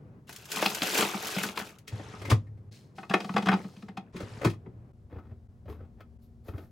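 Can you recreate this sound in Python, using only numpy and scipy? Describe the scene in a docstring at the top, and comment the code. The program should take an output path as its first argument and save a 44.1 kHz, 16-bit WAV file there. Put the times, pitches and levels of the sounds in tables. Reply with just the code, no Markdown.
"""Crinkling film and pattering beans come first, close to the microphone, from a kitchen counter.
Green beans pour from a bag into a clear plastic bin, broccoli tumbles from a bowl, peppers are set down.
Twice a full bin slides along a refrigerator shelf and bumps against its stop, over the cabinet's hum.
Film, patter and rubbing are random grains or scratches under swelling gains; blows are noise bursts
and damped sines of the plastic. Rumble, air, hum and hiss lie behind, and the kitchen answers with echo."""
import sys
import numpy as np
from scipy import signal
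from scipy.fft import rfft, irfft, next_fast_len
from scipy.io import wavfile
from scipy.ndimage import uniform_filter1d, map_coordinates

SR = 44100
rng = np.random.default_rng(int(sys.argv[2]) if len(sys.argv) > 2 else 0)


def persist_wave(psi):
    """Save psi, clipped to +-1, as 16-bit WAV."""
    counts = np.round(np.clip(psi, -1, 1) * 32767).astype(np.int16)
    wavfile.write(sys.argv[1], SR, np.atleast_2d(counts).T)


N = 295911

# Contact levels are before the trims of each source; spectra are relative colours.
# Movements of the bag: (t/s, swell/s, length/s, crinkle level/dB, patter level/dB)
BAG_MOVES = [(0.268, .015, 0.48, -57, -59), (0.48, 0.074, 0.18, -41.5, -43),
             (0.547, 0.12, 0.92, -43.5, -45), (0.816, .01, 0.11, -40.5, -43.5),
             (0.912, 0.066, 0.099, -29.5, -31.5), (1.219, .01, 0.26, -50, -51),
             (1.552, 0.014, 0.067, -47, -49), (1.642, .01, 0.054, -56, -68)]
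# Sharp folds of the film: (t/s, level before trim/dB)
FOLDS = [(0.292, -30.5), (0.3262, -30.5), (0.3612, -28), (0.4545, -32.5), (0.5166, -16.5), (0.5272, -22.5),
         (0.56, -20), (0.618, -17.5), (0.7, -20.5), (0.747, -16), (0.834, -23), (0.873, -23.5),
         (0.9446, -14.5), (0.985, -16), (1.246, -26), (1.2695, -18.5), (1.383, -25.5), (1.4319, -16),
         (1.5888, -24.5), (1.785, -40.5)]
# Colour of the film: (f/Hz, level/dB)
FILM_TONE = [(880, -36.5), (1500, -0.5), (2220, -5), (2580, -1.5), (2790, -2), (4990, -3.5), (5560, -4),
             (7470, -5), (8170, -9), (13500, -10.5), (15800, -13.5)]
# Beans that strike the bin: (t/s, wall knock level/dB, knock f/Hz, floor thud level/dB, click level/dB)
BEAN_HITS = [(0.294, -33.5, 820, -58, -50.5), (0.559, -30, 2600, -49, -29), (0.571, -22.5, 1130, -36, -41),
             (0.590, -26.5, 1440, -47.5, -39.5), (0.626, -12, 830, -40.5, -28),
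             (0.6608, -16, 760, -32, -9.5), (0.714, -39, 516, -42.5, -33.5), (0.8195, -18, 3220, -28, -15),
             (0.8345, -23, 1450, -43.5, -30), (0.9865, -22, 2610, -26, -25.5),
             (1.009, -19.5, 1430, -37, -25.5), (1.024, -15.5, 1290, -29, -30.5),
             (1.049, -24, 2500, -33, -27.5), (1.144, -26, 730, -27, -34.5), (1.2462, -31, 1100, -45, -31),
             (1.344, -44, 1840, -50, -33.5), (1.365, -24, 2660, -24, -27), (1.385, -21.5, 2500, -47, -27),
             (1.413, -29, 2620, -35, -31), (1.437, -19.5, 1520, -34.5, -26),
             (1.451, -29.5, 1450, -32.5, -35.5), (1.488, -33, 2800, -37.5, -28),
             (1.5745, -20, 990, -37, -23), (1.5988, -26, 1490, -49, -35), (1.614, -30, 1500, -38.5, -38)]
# Colour of bean contacts: (f/Hz, level/dB)
BEAN_TONE = [(120, -27), (200, 3), (596, -4), (755, -3.5), (874, -4.5), (1910, -8), (2600, -1.5),
             (4030, -8.5), (4920, -9.5), (5910, -26.5), (15500, -23)]
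# Colour of the small falling beans: (f/Hz, level/dB)
PATTER_TONE = [(82, -54.5), (140, -8), (183, 1.5), (235, -3), (442, 6), (488, -3), (1100, -5.5), (1360, -4),
               (1850, -14.5), (2550, -7.5), (4000, -18), (5200, -39.5), (8800, -120)]
# Nominal modes of the bin's floor under beans: (f/Hz, level/dB, t60/s)
BEAN_FLOOR = [(196, 1, .055), (330, -8, .035), (425, -5, .03)]
# Florets that land: (t/s, wall knock level/dB, knock f/Hz, floor thud level/dB, click level/dB)
FLORET_HITS = [(2.984, -32.5, 1493, -41.5, -49), (3.032, -36.5, 1232, -46.5, -58),
               (3.098, -32.5, 1260, -25, -32.5), (3.111, -24.5, 1627, -42.5, -41.5),
               (3.14, -11.5, 2200, -26.5, -24), (3.205, -31, 1193, -39, -33.5),
               (3.246, -34, 1135, -34.5, -39.5), (3.293, -29, 1193, -28, -45),
               (3.341, -36, 1367, -24.5, -41), (3.366, -14, 1184, -26, -29), (3.38, -27, 1303, -27, -30.5),
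               (3.425, -34, 1320, -28, -38), (3.46, -28, 1170, -25.5, -33), (3.471, -20.5, 800, -24.5, -33),
               (3.487, -14, 1800, -19.5, -27.5), (3.517, -21, 1320, -27, -34),
               (3.529, -18, 850, -21, -38.5), (3.539, -24.5, 1263, -28, -34.5),
               (3.644, -41, 1180, -32, -56.5), (3.766, -56, 2470, -42, -52), (3.825, -47, 1390, -36, -50.5),
               (3.886, -40.5, 1800, -36, -50.5), (3.973, -31.5, 804, -32.5, -39)]
# Colour of floret contacts: (f/Hz, level/dB)
FLORET_TONE = [(190, -35), (320, 1.5), (430, -1), (560, -10), (760, 1), (1040, -7.5), (1600, -8.5),
               (2300, -14.5), (2510, -9), (2800, -9), (3820, -15.5), (4480, -18), (5020, -17.5),
               (15500, -41)]
# Colour of florets rolling on: (f/Hz, level/dB)
ROLLING_TONE = [(110, -35), (194, -5.5), (488, -4.5), (552, -10.5), (730, -13.5), (985, -17), (1150, -22),
                (1400, -22), (3500, -29.5), (4550, -48.5), (7700, -120)]
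# Colour of florets rustling: (f/Hz, level/dB)
RUSTLE_TONE = [(1180, -20), (2000, -8.5), (3600, -8), (4320, -2), (4550, -7.5), (4960, -5), (15000, -24),
               (15800, -18)]
# Florets brush along the bowl: (t/s, length/s, level/dB)
BRUSHES = [(2.71, 0.0547, -59.5), (2.949, 0.069, -63), (3.092, 0.49, -58), (3.604, 0.22, -67.5)]
# Nominal modes of the bin's floor under broccoli: (f/Hz, level/dB, t60/s)
FLORET_FLOOR = [(194, 0, .07), (310, -14, .05), (370, -14, .06), (425, -13, .05)]
# A pepper touches the bin: (t/s, wall knock level/dB, knock f/Hz, floor thud level/dB, click level/dB)
PEPPER_HITS = [(5.126, -42, 487, -45, -72), (5.160, -43, 440, -41, -78), (5.186, -42.5, 1290, -57, -68),
               (5.252, -55, 1290, -49.5, -72), (5.312, -49.5, 613, -42, -89), (5.658, -47.5, 567, -42, -66),
               (5.682, -39.5, 425, -61, -63.5), (5.699, -35.5, 412, -42, -55), (5.726, -48, 1100, -58, -58),
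               (5.806, -46, 544, -44, -76.5), (6.007, -43, 1480, -53, -53), (6.485, -34, 566, -38, -50),
               (6.538, -41, 1310, -33.5, -71), (6.582, -40.5, 1330, -45, -51)]
# Colour of pepper contacts and rubs: (f/Hz, level/dB)
PEPPER_TONE = [(150, 2.5), (250, 3.5), (573, -5), (1140, -15.5), (1310, -15), (1820, -21.5), (2530, -25.5),
               (3110, -31), (8620, -50), (12600, -45), (15500, -41.5)]
# A pepper is eased into place: (t/s, swell/s, length/s, level/dB)
RUBS = [(5.094, 0.02, 0.095, -50.5), (5.226, 0.012, 0.11, -62.5), (5.66, 0.037, 0.0512, -49),
        (5.739, 0.0098, 0.104, -57), (5.973, 0.027, 0.016, -54), (6.443, 0.037, 0.19, -51.5)]
# Fingers slide over a pepper's skin: (t/s, swell/s, length/s, level/dB)
TOUCHES = [(5.678, .02, .04, -68), (6.21, 0.017, .035, -74), (6.433, 0.055, .055, -63.5),
           (6.529, 0.048, .12, -72)]
# Colour of fingers on skin: (f/Hz, level/dB)
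SKIN_TONE = [(1000, -23.5), (4000, 1), (9000, -9), (12500, 2.5), (15500, -5)]
# Nominal modes of the bin's floor under a heavy pepper: (f/Hz, level/dB, t60/s)
PEPPER_FLOOR = [(89.6, 5.5, 0.097), (231, -18, 0.24), (386.6, -16, 0.12)]
# A bin goes into the refrigerator:
# (t/s, slide length/s, stay length/s, scrape level/dB, hum level/dB, pitch ratio of the loaded bin)
VISITS = [(1.89, .46, 0.8, -49.5, -46, .62), (4.12, 0.37, 0.7, -50.5, -44, 0.96)]
# A full bin knocks on the shelf: (t/s, wall knock level/dB, knock f/Hz, floor thud level/dB, click level/dB)
SHELF_HITS = [(1.88, -40.5, 2650, -62, -33), (1.925, -39.5, 824, -38.5, -53),
              (1.997, -30.5, 606, -40.5, -59), (2.138, -33, 1260, -54, -58.5), (2.219, -31, 612, -41, -40),
              (2.254, -28, 2110, -49, -36.5), (2.276, -38, 2200, -29, -43.5), (2.289, -30, 543, -38, -52.5),
              (2.304, -21, 926, -44, -19), (2.316, -12, 1080, -14.5, -26), (2.471, -53, 1907, -46.5, -67.5),
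              (2.576, -59.5, 1800, -52, -69), (4.144, -44.5, 1010, -27.5, -64),
              (4.166, -34.5, 1900, -35, -40), (4.205, -27.5, 530, -29.5, -40.5),
              (4.228, -33, 493, -38, -49), (4.418, -24, 756, -35, -42), (4.449, -15, 1218, -29, -24),
              (4.452, -15.5, 327, -10.5, -31.5), (4.471, -25, 1700, -26, -36.5),
              (4.500, -48, 2570, -57, -36.5), (4.536, -42, 1090, -48, -53), (4.663, -42.5, 950, -33, -77)]
# Colour of shelf contacts: (f/Hz, level/dB)
SHELF_TONE = [(130, -28), (210, 0), (300, 4.5), (540, -1), (663, -8.5), (1050, -11), (1280, -12.5),
              (1420, -15), (2210, -12.5), (3510, -20.5), (5570, -22), (11500, -31.5), (13100, -37),
              (15500, -33)]
# Colour of the sliding bin: (f/Hz, level/dB)
SCRAPE_TONE = [(76, -33), (130, 6), (247, -0.5), (346, -6), (440, 0), (644, -10), (819, -10), (1300, -13.5),
               (2560, -17), (6180, -23.5), (10600, -34), (12700, -41), (15500, -52.5)]
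# The sliding bin catches and rubs: (t/s, length/s, level/dB)
DRAGS = [(1.946, 0.016, -62), (2.272, 0.028, -49), (4.175, 0.037, -49.5), (4.423, 0.014, -41.5)]
# Colour of those rubs: (f/Hz, level/dB)
DRAG_TONE = [(150, -34), (330, 5), (550, 5), (800, -5), (1250, 2), (2000, -6), (3500, -20), (12000, -36.5)]
# A loaded bin jolts the shelf: (t/s, sag level/dB, f/Hz)
JOLTS = [(1.925, -22, 104.8), (2.3176, -7, 108.3), (4.226, -25.5, 102.4), (4.456, -15, 108.5)]
# Modes of the sagging shelf: (multiple of its pitch, level/dB, t60/s)
SAG_MODES = [(1, 0, .175), (1.7, -13, .09), (2.25, -15, .07)]
# Modes of the bin before its load lowers them: (f/Hz, level/dB, t60/s)
BOOM_MODES = [(180, -4, .08), (250, -3, .06), (322, -3, .045), (382, -2.5, .05), (535, -17, .05)]
# Nominal resonances of the bin's plastic walls: (f/Hz, level/dB, t60/s)
WALL_MODES = [(693, -18.5, 0.065), (795, -9.5, 0.038), (1126, -20, .035), (1275, -24, .06),
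              (1491, -17.5, 0.052), (1845, -14.5, 0.05), (2120, -21.5, 0.055), (2513, -16, 0.053),
              (3324, -24, 0.042), (3855, -20.5, 0.048), (4900, -32, .06)]
# How fast the kitchen's answer dies: (f/Hz, t60/s)
KITCHEN_DECAY = [(150, 0.25), (1000, 0.15), (5000, 0.12), (14000, 0.097)]
# Background at the microphone, step by step: (from t/s, deep rumble level/dB, room air level/dB, hum level/dB)
ROOM_STEPS = [(0, -61.5, -50, -63), (0.2, -63, -57, -89), (1.873, -54.5, -55, -72),
              (2.699, -68, -53.5, -78), (4.12, -53, -52.5, -64), (4.92, -51, -59.5, -61),
              (5.475, -49.5, -58, -61), (6.176, -51, -60.5, -59)]
# Colour of the deep rumble: (f/Hz, level/dB)
RUMBLE_TONE = [(20, -1), (45, -2), (80, 5.5), (110, -0.5), (160, -22), (400, -71)]
# Colour of the room air: (f/Hz, level/dB)
AIR_TONE = [(25, -34.5), (50, -20.5), (110, 6), (200, -0.5), (290, -8.5), (450, -11.5), (750, -21.5),
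            (1100, -27), (2500, -40), (8000, -71)]
# Colour of the faint hiss: (f/Hz, level/dB)
HISS_TONE = [(500, -3), (5000, 1), (15000, -9)]
# Hum of appliances, mean level of each line: (f/Hz, level/dB)
HUM_LINES = [(120, 0.5), (232, 1.5), (387, -12.5), (725, -18.5)]
# Stereo width before each source's trim: (f/Hz, side over mid level/dB)
WIDTH = [(60, -13), (110, -23), (200, -16), (380, -16), (700, -12.5), (1290, -2), (2380, -5.5),
         (4400, -8.5), (8120, -9), (15000, -8.5)]
# Balance of the microphones: (f/Hz, left over right level/dB)
LEAN = [(60, 4.5), (110, 0.5), (200, 1), (380, 2), (700, 0.5), (1290, 3.5), (2380, 2.5), (4400, 1.5),
        (8120, 0.5), (15000, 0.5)]

FILM_STILLS_DB_PER_S, BEANS_SETTLE_DB_PER_S = 266.5, 127.5  # decay after each movement of the bag
FLUTTER_DB, FLUTTER_PER_S = 1.14, 70  # the film crumples in clumps: depth, rate
SNAP_RISE_S = .0012  # time constant of a fold turning over
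ROLL_DB, SETTLE_DB_PER_S = -26, 114.5  # rolling after a landing: level against its table knock, decay
HUM_HZ, HUM_WIDTH_HZ = 105, 8  # the refrigerator's drone: centre, half width
BEAN_KNOCK_T60_S, BEAN_CLICK_T60_S, BEAN_LEAD_S = .06, .035, .0004  # firm pods tap short and abruptly
PEPPER_LEAD_S = .0014  # time constant of soft flesh bearing on the plastic
# How far the wall resonances stand out
BEAN_BODY_DB, FLORET_BODY_DB, SHELF_BODY_DB, PEPPER_BODY_DB = 3, 6, 4, 5
LOAD_SCATTER = .025  # standard deviation of the floor's pitch from blow to blow, as a share
WALL_ECHO_S, WALL_ECHO = .0012, 0.27  # a knock crosses the bin and returns: mean delay, strength
CRACK_T60_S = 0.011  # decay of an extra component at the start of a blow
WALL_WIDTH = .035  # half width of each wall resonance, as a share of its frequency
SPOT_WIDTH = .25  # half width of the struck spot's favour, as a share of the knock frequency
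DIP_S = .012  # the background level dips briefly, from the third step on
LOW_CUT_HZ, TOP_HZ = 37, 15900  # deep bass is down 6 dB at the first; nothing from the second up


def bag():
    """The thin film crinkles whenever the bag moves, and now and then a fold snaps over."""
    crinkle = grains(FILM_TONE, rate=3500, spread_db=3.5, cycles=2, smooth=.7)
    crinkle = crinkle * amp(FLUTTER_DB * wobble(FLUTTER_PER_S))
    out = crinkle * sum(stroke(s, length, db, swell, FILM_STILLS_DB_PER_S)
                        for s, swell, length, db, _ in BAG_MOVES)
    t = np.arange(SR // 10) / SR
    shape = amp(-60 * t / .06) + 1.2 * amp(-60 * t / .008)  # the film flutters on after a crack
    shape = shape * (1 - np.exp(-t / SNAP_RISE_S))

    def snap_tone(hz):
        return amp(along(FILM_TONE, hz)) * (hz / 5000) ** 0.16

    for s, db in FOLDS:
        snap = stereo(shape * rng.standard_normal((2, len(t))), snap_tone, side_db=0.0)
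        add(out, s, amp(db - 25.5) * unit(snap))
    return out


def beans():
    """A stream of beans patters down; the heavier clumps knock on the bin."""
    flow = sum(stroke(s, length, db, swell, BEANS_SETTLE_DB_PER_S)
               for s, swell, length, _, db in BAG_MOVES)
    patter = flow * grains(PATTER_TONE, rate=700, spread_db=2, cycles=5, smooth=.4)
    knocks = contacts(
        BEAN_HITS, BEAN_TONE, BEAN_FLOOR,
        knock_db=-10.5, click_db=-14.0, thud_db=9.5, ring_db=-9.5, spot_db=2.0, body_db=BEAN_BODY_DB,
        knock_t60=BEAN_KNOCK_T60_S, click_t60=BEAN_CLICK_T60_S, thud_rise=0.0066,
        lead=BEAN_LEAD_S, thud_lag=0.0023, side_db=-10.5, crack_db=2.0)
    return patter + knocks


def broccoli():
    """Florets brush out of the bowl and land in the bin; the louder the knock, the louder they roll on."""
    roll_power = sum(stroke(s, 0, knock + ROLL_DB, 0.0077, SETTLE_DB_PER_S) ** 2
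                     for s, knock, *_ in FLORET_HITS)
    brush = sum(stroke(*row, attack_s=0.015, release_db_per_s=148.0) for row in BRUSHES)
    rolling = np.sqrt(roll_power) * grains(ROLLING_TONE, rate=640, spread_db=5.0, cycles=4.2, smooth=0.62)
    rustle = brush * grains(RUSTLE_TONE, rate=1200, spread_db=1, cycles=3, smooth=1.5)
    landings = contacts(
        FLORET_HITS, FLORET_TONE, FLORET_FLOOR,
        knock_db=-6, click_db=-7, thud_db=9, ring_db=-4.5, spot_db=0, body_db=FLORET_BODY_DB,
        knock_t60=.045, click_t60=0.038, thud_rise=0.0056,
        lead=0.0013, thud_lag=0.0041, side_db=-10.0, crack_db=-13)
    return rolling + rustle + landings


def peppers():
    """Hollow peppers land softly, their skins judder on the plastic and fingers slide off them."""
    press = sum(stroke(s, length, db, swell, release_db_per_s=333) for s, swell, length, db in RUBS)
    rub = press * judder(PEPPER_TONE, rate=140, slip_t60=.05, spread_db=2, body_db=PEPPER_BODY_DB)
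    touch = sum(stroke(s, length, db, swell, release_db_per_s=300.5) for s, swell, length, db in TOUCHES)
    fingers = touch * grains(SKIN_TONE, rate=1200, spread_db=-1.5, cycles=3, smooth=2)
    landings = contacts(
        PEPPER_HITS, PEPPER_TONE, PEPPER_FLOOR,
        knock_db=-4.0, click_db=-4.5, thud_db=9.5, ring_db=-19, spot_db=10, body_db=PEPPER_BODY_DB,
        knock_t60=.06, click_t60=0.07, thud_rise=0.0076,
        lead=PEPPER_LEAD_S, thud_lag=0.003, side_db=-9.0, crack_db=-2.5)
    return rub + fingers + landings


def refrigerator():
    """A bin scrapes along the shelf, catches now and then and jolts it at the stop; the cabinet hums."""
    scrape = grains(SCRAPE_TONE, rate=2300, spread_db=3, cycles=14.0, smooth=1.0)
    drone = unit(colour(rng.standard_normal(N), lambda hz: 1 / (1 + ((hz - HUM_HZ) / HUM_WIDTH_HZ) ** 2)))
    out = np.zeros((2, N))
    for start, slide, stay, scrape_db, hum_db, pitch in VISITS:
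        out += scrape * stroke(start, slide, scrape_db, attack_s=0.046, release_db_per_s=279)
        out += drone * stroke(start, stay, hum_db, attack_s=0.44, release_db_per_s=418)
        hits = [row for row in SHELF_HITS if abs(row[0] - start) < 1]
        boom = [(hz * pitch, db, t60) for hz, db, t60 in BOOM_MODES]  # a heavy load lowers the modes
        out += contacts(
            hits, SHELF_TONE, boom,
            knock_db=-9.5, click_db=-9.0, thud_db=4.5, ring_db=-30.0, spot_db=8.0, body_db=SHELF_BODY_DB,
            knock_t60=.06, click_t60=0.08, thud_rise=0.005,
            lead=0.0022, thud_lag=0.0014, side_db=0.0, crack_db=-5.5)
    rub = judder(DRAG_TONE, rate=90, slip_t60=.025, spread_db=5, body_db=SHELF_BODY_DB)
    out += rub * sum(stroke(*row, attack_s=0.012, release_db_per_s=498.5) for row in DRAGS)
    for s, sag_db, sag_hz in JOLTS:
        sag = [(sag_hz * k, db, t60) for k, db, t60 in SAG_MODES]
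        add(out, s, amp(sag_db) * ring(sag, rise=.008))
    return out


def contacts(table, tone, floor, knock_db, click_db, thud_db, ring_db, spot_db, body_db,
             knock_t60, click_t60, thud_rise, lead, thud_lag, side_db, crack_db):
    """Each contact builds up as the body presses on, clicks, rattles the walls and swings the floor."""
    out = np.zeros((2, N))
    early, head = .02, SR // 100  # bursts start 20 ms early; their energy is scaled over 10 ms
    t = np.arange(SR // 5) / SR - early

    def dull(hz):
        return 1 / np.sqrt(1 + (hz / 2400) ** 6)

    def bright(hz):
        return np.sqrt(1 - dull(hz) ** 2)

    def burst(share, t60):
        age = np.maximum(t, 0)
        decay = amp(-60 * age / t60) + amp(crack_db - 60 * age / CRACK_T60_S)
        shape = decay / (1 + np.exp(np.minimum(-t / lead, 50)))
        delay = WALL_ECHO_S * (.5 + rng.random())

        def gain(hz):
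            echo = np.abs(1 + WALL_ECHO * np.exp(2j * np.pi * hz * delay))
            return amp(along(tone, hz)) * share(hz) * echo * resonant(hz, body_db)

        x = stereo(shape * rng.standard_normal((2, len(t))), gain, side_db)
        return x / np.sqrt(np.sum(x ** 2) / (2 * head))

    for s, knock, knock_hz, thud, click in table:
        def struck(hz):  # the spot that is struck favours one pitch
            return dull(hz) * (1 + amp(spot_db) / (1 + ((hz - knock_hz) / (.11 * knock_hz)) ** 2))

        load = 1 + LOAD_SCATTER * rng.standard_normal()
        loaded_floor = [(hz * load, db, t60) for hz, db, t60 in floor]
        add(out, s - early, amp(knock + knock_db) * burst(struck, knock_t60))
        add(out, s - early, amp(click + click_db) * burst(bright, click_t60))
        add(out, s, amp(knock + ring_db) * walls(knock_hz, spot_db))
        add(out, s + thud_lag, amp(thud + thud_db) * ring(loaded_floor, thud_rise))
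    return out


def walls(knock_hz, spot_db):
    """Each contact rings the plastic walls at new strengths, favouring the modes near the struck pitch."""
    t = np.arange(SR // 5) / SR
    hz, db, t60 = np.transpose(WALL_MODES)[..., None]
    detune, vary, turn = rng.standard_normal((3, len(WALL_MODES), 1))
    favour = 1 + amp(spot_db) / (1 + ((hz / knock_hz - 1) / SPOT_WIDTH) ** 2)
    level = favour * amp(db + 2 * vary - 60 * t / t60)
    modes = level * np.exp(2j * np.pi * (hz * (1 + .018 * detune) * t + turn))
    mid = modes.real.sum(axis=0)
    side = (modes.imag * amp(along(WIDTH, hz))).sum(axis=0)
    return (1 - np.exp(-(t / 0.0026) ** 2)) * np.array([mid + side, mid - side])


def ring(modes, rise):
    """Damped sines that swell while a soft body presses on."""
    t = np.arange(SR // 2) / SR
    swing = sum(amp(db - 60 * t / t60) * np.sin(2 * np.pi * hz * t) for hz, db, t60 in modes)
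    return (1 - np.exp(-(t / rise) ** 2)) * swing


def resonant(hz, body_db):
    """Gain of the bin's walls, which favour their own modes."""
    centres = np.transpose(WALL_MODES)[0][:, None]
    return amp(body_db * np.max(1 / (1 + ((hz / centres - 1) / WALL_WIDTH) ** 2), axis=0))


def judder(tone, rate, slip_t60, spread_db, body_db):
    """Stick and slip: short scratches at an uneven rate, coloured by the bin's walls; rms 1."""
    gap, size = rng.random((int(2 * rate * N / SR), 2)).T
    at = (np.cumsum(.3 + 1.4 * gap) * SR / rate).astype(int)
    slips = np.bincount(at, amp(spread_db * (2 * size - 1)), N)[:N]
    grip = signal.fftconvolve(slips, amp(-60 * np.arange(SR // 10) / SR / slip_t60))[:N]

    def gain(hz):
        return amp(along(tone, hz)) * resonant(hz, body_db)

    return unit(stereo(grip * rng.standard_normal((2, N)), gain, side_db=-5))


def grains(spectrum, rate, spread_db, cycles, smooth):
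    """Tiny random impacts, each with its own size, pitch and side, over a smooth rush; rms 1."""
    count, t = int(rate * N / SR), np.arange(256) / SR
    when, pitch, size, pan, phase = rng.random((5, count, 1))
    hz = 500 * 30 ** pitch
    life = np.clip(cycles / hz, 1e-4, .002)
    level = amp(spread_db * np.minimum(-np.log(1 - size), 3.5)) * np.sqrt(hz / life)
    pings = level * np.exp(-t / life) * np.sin(2 * np.pi * (hz * t + phase))
    at = ((when * N).astype(int) + np.arange(len(t))).ravel()
    pair = np.array([unit(np.bincount(at, (pings * weight).ravel(), N)[:N]) for weight in (1, pan - .5)])
    pair = pair + smooth * rng.standard_normal((2, N))
    return unit(stereo(pair, lambda hz: amp(along(spectrum, hz)), side_db=-1.0))


def kitchen(x):
    """The room's answer: each frequency dies at its own speed, and the bass is nearly alike on both sides."""
    hz, t, z = signal.stft(rng.standard_normal((2, SR // 2)), SR, nperseg=256)
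    fade = amp(-60 * t / along(KITCHEN_DECAY, hz)[:, None])
    mid, side = signal.istft(z * fade, SR, nperseg=256)[1]
    side = colour(side, lambda hz: hz / (hz + 900))
    tail = np.array([mid + side, mid - side])
    # the answer starts 6 ms late
    tail = np.pad(tail / np.linalg.norm(tail[0]), ((0, 0), (round(.006 * SR), 0)))
    return signal.fftconvolve(x.mean(axis=0)[None], tail, axes=1)[:, :N]


def room_tone():
    """Deep rumble, dull air and appliance hum at stepped levels, with brief dips, over a faint hiss."""
    def noise(spectrum):
        return unit(stereo(rng.standard_normal((2, N)), lambda hz: amp(along(spectrum, hz)), side_db=3.0))

    t = np.arange(N) / SR
    drone = unit(sum(amp(db + 1.4 * wobble(2.3)) * np.sin(2 * np.pi * hz * t + 0.76 * wobble(7.8))
                     for hz, db in HUM_LINES))
    starts, *levels = np.transpose(ROOM_STEPS)
    step = np.searchsorted(starts[1:], t)
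    deep, air, hum = uniform_filter1d(amp(levels)[:, step], size=1024)
    dipped = (step > 1) & (t - starts[step] < DIP_S)
    dips = uniform_filter1d(np.where(dipped, .2, 1), size=128)
    background = deep * noise(RUMBLE_TONE) + air * noise(AIR_TONE) + hum * drone
    return dips * (background + amp(-84) * noise(HISS_TONE))


def stroke(start, length, db, attack_s, release_db_per_s):
    """Gain of one movement: it swells, holds and dies away."""
    t = np.arange(N) / SR - start
    return np.clip(t / attack_s, 0, 1) * amp(db - release_db_per_s * np.maximum(t - length, 0))


def wobble(rate):
    """A smooth random curve, rate knots a second."""
    return map_coordinates(rng.standard_normal(int(N * rate / SR) + 4), [np.arange(N) * rate / SR])


def stereo(pair, gain, side_db):
    """Colour two signals and use them as mid and side."""
    mid = colour(pair[0], gain)
    side = colour(pair[1], lambda hz: gain(hz) * amp(along(WIDTH, hz) + side_db))
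    return np.array([mid + side, mid - side])


def colour(x, gain):
    """Causal minimum-phase filter with the given gain of frequency, by way of the cepstrum."""
    n = x.shape[-1]
    m = 2 * next_fast_len(n // 2 + 4096)
    cepstrum = irfft(np.log(np.maximum(gain(np.fft.rfftfreq(m, 1 / SR)), 1e-6)))
    cepstrum[1:m // 2] *= 2
    cepstrum[m // 2 + 1:] = 0
    return irfft(rfft(x, m) * np.exp(rfft(cepstrum)), m)[..., :n]


def add(track, s, sound):
    """Mix a sound in at a time in seconds."""
    place = track[:, round(s * SR):][:, :sound.shape[-1]]
    place += sound[..., :place.shape[-1]]


def along(points, hz):
    """Read (f/Hz, value) points on a log frequency axis."""
    f, v = np.transpose(points)
    return np.interp(np.log(hz + 1), np.log(f + 1), v)


def unit(x):
    """Scale to rms 1."""
    return x / np.sqrt(np.mean(x ** 2) + 1e-20)


def amp(db):
    """Decibels to gain."""
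    return 10 ** (np.asarray(db) / 20)


def scene():
    """Counter and refrigerator are heard directly and through the kitchen's answer, over the room tone."""
    counter = bag() + beans() + broccoli() + peppers()
    shelf = refrigerator()
    answer = kitchen(amp(-9.0) * counter + amp(-8.5) * shelf)
    return counter + shelf + answer + room_tone()


def record(dry):
    """The left microphone hears a little more; both lose the deepest bass and all above the band limit."""
    m = next_fast_len(N + SR // 2)
    hz = np.fft.rfftfreq(m, 1 / SR)
    lean = amp(np.outer([.5, -.5], along(LEAN, hz)))
    low_cut = hz ** 2 / (hz ** 2 + LOW_CUT_HZ ** 2)
    return irfft(rfft(dry, m) * lean * low_cut * (hz < TOP_HZ), m)[:, :N]


dry = scene()
out = record(dry)
persist_wave(out)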